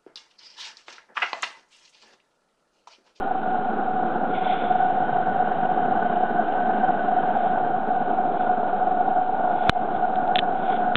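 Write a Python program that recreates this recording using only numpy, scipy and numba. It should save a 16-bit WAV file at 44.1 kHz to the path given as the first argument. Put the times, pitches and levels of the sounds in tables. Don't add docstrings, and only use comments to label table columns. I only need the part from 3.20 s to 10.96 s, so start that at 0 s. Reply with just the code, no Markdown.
import sys
import numpy as np
from scipy import signal
from scipy.fft import rfft, irfft, next_fast_len
from scipy.io import wavfile
from scipy.ndimage import uniform_filter1d, minimum_filter1d
from numba import njit

SR = 44100
rng = np.random.default_rng(int(sys.argv[2]) if len(sys.argv) > 2 else 0)


def unload_audio(sound):
    columns = np.transpose(np.atleast_2d(sound))
    steps = np.round(np.clip(columns, -1, 1) * 32767)
    wavfile.write(sys.argv[1], SR, steps.astype(np.int16))


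N = 342216
TIME_S = np.arange(N) / SR


def from_db(db):
    return 10 ** (np.asarray(db) / 20)


def unit_rms(x):
    return x / np.sqrt(np.mean(x ** 2) + 1e-20)


def curves(rows):
    times_s, *columns = np.transpose(rows)
    return [np.interp(TIME_S, times_s, column) for column in columns]


def low_pass(x, hz, order):
    return signal.sosfilt(signal.butter(order, min(hz, .45 * SR), fs=SR, output="sos"), x)


def drift(rate_hz):
    return unit_rms(low_pass(rng.standard_normal(N + SR), rate_hz, order=2)[SR:])


def turbulence(spectrum):
    hz, db = np.transpose(spectrum)
    size = next_fast_len(N)
    bins_hz = np.maximum(np.fft.rfftfreq(size, 1 / SR), 1)
    gain = from_db(np.interp(np.log(bins_hz), np.log(hz), db))
    skirts = np.minimum(bins_hz / hz[0], 1) * np.minimum(hz[-1] / bins_hz, 1) ** 2
    white = rfft(rng.standard_normal(size))
    return unit_rms(irfft(white * gain * skirts, size)[:N])


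@njit
def resonator(x, angle_rad, radius):
    y = np.zeros(len(x))
    for i in range(2, len(x)):
        y[i] = x[i] - x[i - 2] + 2 * radius * np.cos(angle_rad[i]) * y[i - 1] - radius ** 2 * y[i - 2]
    return y


def air_mode(hz, width_hz, reach_hz, saturation=0):
    centre_hz = np.mean(hz)
    band_hz = [max(centre_hz - reach_hz, 20), centre_hz + reach_hz]
    drive = signal.sosfilt(signal.butter(2, band_hz, "band", fs=SR, output="sos"), rng.standard_normal(N))
    angle_rad = 2 * np.pi * hz / SR * np.ones(N)
    tone = unit_rms(resonator(drive, angle_rad, radius=np.exp(-np.pi * width_hz / SR)))
    envelope = np.sqrt(uniform_filter1d(tone ** 2, size=SR // 16) + 1e-9)
    return unit_rms(tone / envelope ** saturation)


def impulse(time_s, db):
    return from_db(db) * (np.arange(N) == round(time_s * SR)) + 1e-18


def ring(force, modes):
    out = np.zeros(N)
    for k, (hz, db, t60_s) in enumerate(modes):
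        radius = np.exp(-np.log(1000) / (t60_s * SR))
        angle_rad = 2 * np.pi * hz / SR
        feedback = [1, -2 * radius * np.cos(angle_rad), radius ** 2]
        out += (-1) ** k * from_db(db) * signal.lfilter([0, np.sin(angle_rad)], feedback, force)
    return out


# (time [s], hum [dB], overtone [dB], roar [dB], boom [dB])
BURNER_LEVELS = [(0, -25.5, -39.5, -34, -40), (0.85, -25.3, -38.5, -30.5, -34.5), (1.6, -23, -38, -32, -40),
                 (2.7, -22.5, -37, -30, -38), (3.6, -22, -36.5, -30.5, -34.5),
                 (4.2, -21.5, -37.5, -31.5, -37), (5.1, -23.5, -40.5, -31.5, -40.5),
                 (5.8, -22, -40.3, -32, -41.5), (6.9, -21.5, -39, -32.5, -38.5),
                 (7.76, -23.5, -36.5, -32.5, -38.5)]
# (time [s], level [dB])
RUMBLE_LEVELS = [(0, -59.5), (1.0, -57.5), (1.9, -41.5), (2.7, -42.5), (3.2, -63), (4.4, -45), (5.1, -60.5),
                 (7.76, -48.5)]
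# (time [s], first mode [Hz], second mode [Hz])
FLUE_MODES = [(0, 746, 1438), (1.2, 737, 1451), (2.0, 742, 1475), (3.5, 729, 1502), (4.5, 733, 1471),
              (6.0, 739, 1441), (7.76, 737, 1463)]
# (frequency [Hz], relative density [dB])
ROAR_SPECTRUM = [(25, -24), (70, -24.5), (105, -21.5), (135, -15.5), (160, -5), (260, 0.5), (330, 0.5),
                 (450, 1.5), (560, -2.5), (860, -20), (1040, -8), (1350, -10), (1700, -29), (2200, -36.5)]


def burner(flutter_db=1.55, surge_db=1.08, hum_trim_db=-0.5, roar_trim_db=-1.0):
    hum_db, overtone_db, roar_db, boom_db = curves(BURNER_LEVELS)
    rumble_db, = curves(RUMBLE_LEVELS)
    first_hz, second_hz = curves(FLUE_MODES)
    hum_gain = from_db(hum_db + hum_trim_db + surge_db * drift(rate_hz=8.8))
    hum = hum_gain * air_mode(first_hz, width_hz=33.4, reach_hz=191, saturation=0.2)
    overtone = from_db(overtone_db) * air_mode(second_hz, width_hz=72, reach_hz=240, saturation=0.025)
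    boom = from_db(boom_db) * air_mode(hz=217.1, width_hz=22, reach_hz=89, saturation=0.1)
    roar = from_db(roar_db + roar_trim_db) * turbulence(ROAR_SPECTRUM)
    rumble = from_db(rumble_db) * air_mode(hz=154.5, width_hz=31, reach_hz=35)
    flutter = from_db(flutter_db * drift(rate_hz=30))
    return (hum + overtone + boom + roar + rumble) * flutter


# (time [s], level [dB])
CAB_LEVELS = [(0, -61), (0.7, -67.5), (1.9, -57), (2.9, -57.5), (3.6, -57), (4.25, -58), (4.7, -69.5),
              (5.3, -70), (6.0, -73), (7.76, -65)]
# (frequency [Hz], relative density [dB])
JET_SPECTRUM = [(900, -3.5), (1700, -4.5), (2100, 2), (2600, 3.5), (2850, 0.5), (3080, 4.5), (3350, -2),
                (3800, 0), (4300, -12.5)]
# (frequency [Hz], width [Hz], level re cab [dB])
JET_WHISTLES = [(1740, 620, 4), (2866, 67, -6), (3104, 45, -3.5)]


def gas_jet(hiss_floor_db=-56.5, sputter_db=1.25):
    cab_gain = from_db(curves(CAB_LEVELS)[0])
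    hiss = np.hypot(from_db(hiss_floor_db), cab_gain) * turbulence(JET_SPECTRUM)
    whistles = sum(from_db(db) * air_mode(hz, width_hz, reach_hz=250) for hz, width_hz, db in JET_WHISTLES)
    sputter = from_db(sputter_db * drift(rate_hz=60))
    return (hiss + cab_gain * whistles) * sputter


# (peak time [s], level [dB], swell [s], fade [s])
CLOTH_SLIDES = [(1.15, -43.5, .08, 0.45), (1.315, -37, 0.29, 0.23), (1.40, -44, .1, 0.64),
                (4.24, -54.5, 0.68, .35), (5.21, -54.5, .2, .25), (6.49, -45, 0.35, .04),
                (6.76, -51.5, .1, .05), (7.52, -43.5, 0.3, .22)]
# (frequency [Hz], relative density [dB])
CLOTH_SPECTRUM = [(1200, -24), (1850, -6), (2170, 2), (2600, -2), (2950, -4.5), (3250, -0.5), (3480, 4),
                  (3760, -7.5), (4300, -16.5)]


def cloth(range_db=31.5, grain_db=1.7):
    power = 0
    for peak_s, db, swell_s, fade_s in CLOTH_SLIDES:
        from_peak = np.maximum((peak_s - TIME_S) / swell_s, (TIME_S - peak_s) / fade_s)
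        power += from_db(db - range_db * np.minimum(from_peak, 4)) ** 2
    grain = from_db(grain_db * drift(rate_hz=70))
    return np.sqrt(power) * grain * turbulence(CLOTH_SPECTRUM)


# (time [s], force [dB])
METAL_TICKS = [(1.938, -43), (2.4534, -42), (2.957, -40), (3.322, -40.5)]
# (frequency [Hz], gain [dB], T60 [s])
METAL_MODES = [(2450, -9, 0.022), (2800, -3, 0.041), (2960, -1, 0.047), (3350, -4, .015)]


def hot_metal():
    return ring(sum(impulse(time_s, db) for time_s, db in METAL_TICKS), METAL_MODES)


# (time [s], force [dB], contact low-pass [Hz])
BODY_KNOCKS = [(6.4941, 9, 2970), (6.4953, -4, 3000), (6.765, -13, 148), (7.1923, -17, 2080),
               (7.7542, -2, 1200)]
# (frequency [Hz], gain [dB], T60 [s])
BODY_MODES = [(55, -36.5, 0.076), (170, -4.5, 0.011), (425, -4, 0.007), (694, -3, 0.0041),
              (1307, 1.5, 0.0049), (1547, -2.5, 0.0046), (2110, -47, 0.36), (2470, -9, 0.0055),
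              (3000, -22, 0.043), (3950, 0.5, 0.0037)]


def body_knocks():
    force = sum(low_pass(impulse(time_s, db), hz, order=1) for time_s, db, hz in BODY_KNOCKS)
    return ring(force, BODY_MODES)


# (time [s], force [dB])
CASE_CLICKS = [(6.9564, -25), (7.0766, -30), (7.1564, -2), (7.169, -16), (7.1842, -8.5), (7.189, 0),
               (7.194, -21), (7.563, -26.5), (7.7542, -1)]
# (frequency [Hz], gain [dB], T60 [s])
CASE_MODES = [(1200, -15, 0.0046), (1740, -12.5, 0.0093), (2680, -11.5, 0.008), (3055, -16, 0.024),
              (3440, -5.5, .007), (4040, -9.5, 0.0035)]


def case_clicks():
    return ring(sum(impulse(time_s, db) for time_s, db in CASE_CLICKS), CASE_MODES)


def scene():
    return (burner() + gas_jet() + cloth() + hot_metal() + body_knocks() + case_clicks())[None]


def gain_control(x, threshold_db=-6, attack_s=0.0051, hold_s=0.026, release_s=0.034):
    excess_db = np.maximum(20 * np.log10(np.abs(x) + 1e-9) - threshold_db, 1e-6)
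    half_hold = int(hold_s * SR / 2)
    held_db = -minimum_filter1d(-excess_db, size=2 * half_hold + 1, origin=half_hold)
    decay = TIME_S / release_s
    released_db = np.exp(np.maximum.accumulate(np.log(held_db) + decay) - decay)
    attack_pole = np.exp(-1 / (attack_s * SR))
    duck_db = signal.lfilter([1 - attack_pole], [1, -attack_pole], released_db)
    return x * from_db(-duck_db)


def record(dry, band_hz=3897, self_noise_db=-59, input_limit=0.79, output_limit=0.7, dc_offset=0.029):
    self_noise = from_db(self_noise_db) * unit_rms(low_pass(rng.standard_normal(N), band_hz, order=12))
    overloaded = np.clip(gain_control(dry[0]), -input_limit, input_limit)
    narrow = low_pass(overloaded, band_hz, order=12) + self_noise
    band_edge = signal.ellip(8, .2, 80, 4200, fs=SR, output="sos")
    narrow = signal.sosfilt(band_edge, narrow)
    clipped = np.clip(narrow + dc_offset, -output_limit, output_limit)
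    return low_pass(clipped, hz=15800, order=16)[None]


dry = scene()
out = record(dry)
unload_audio(out)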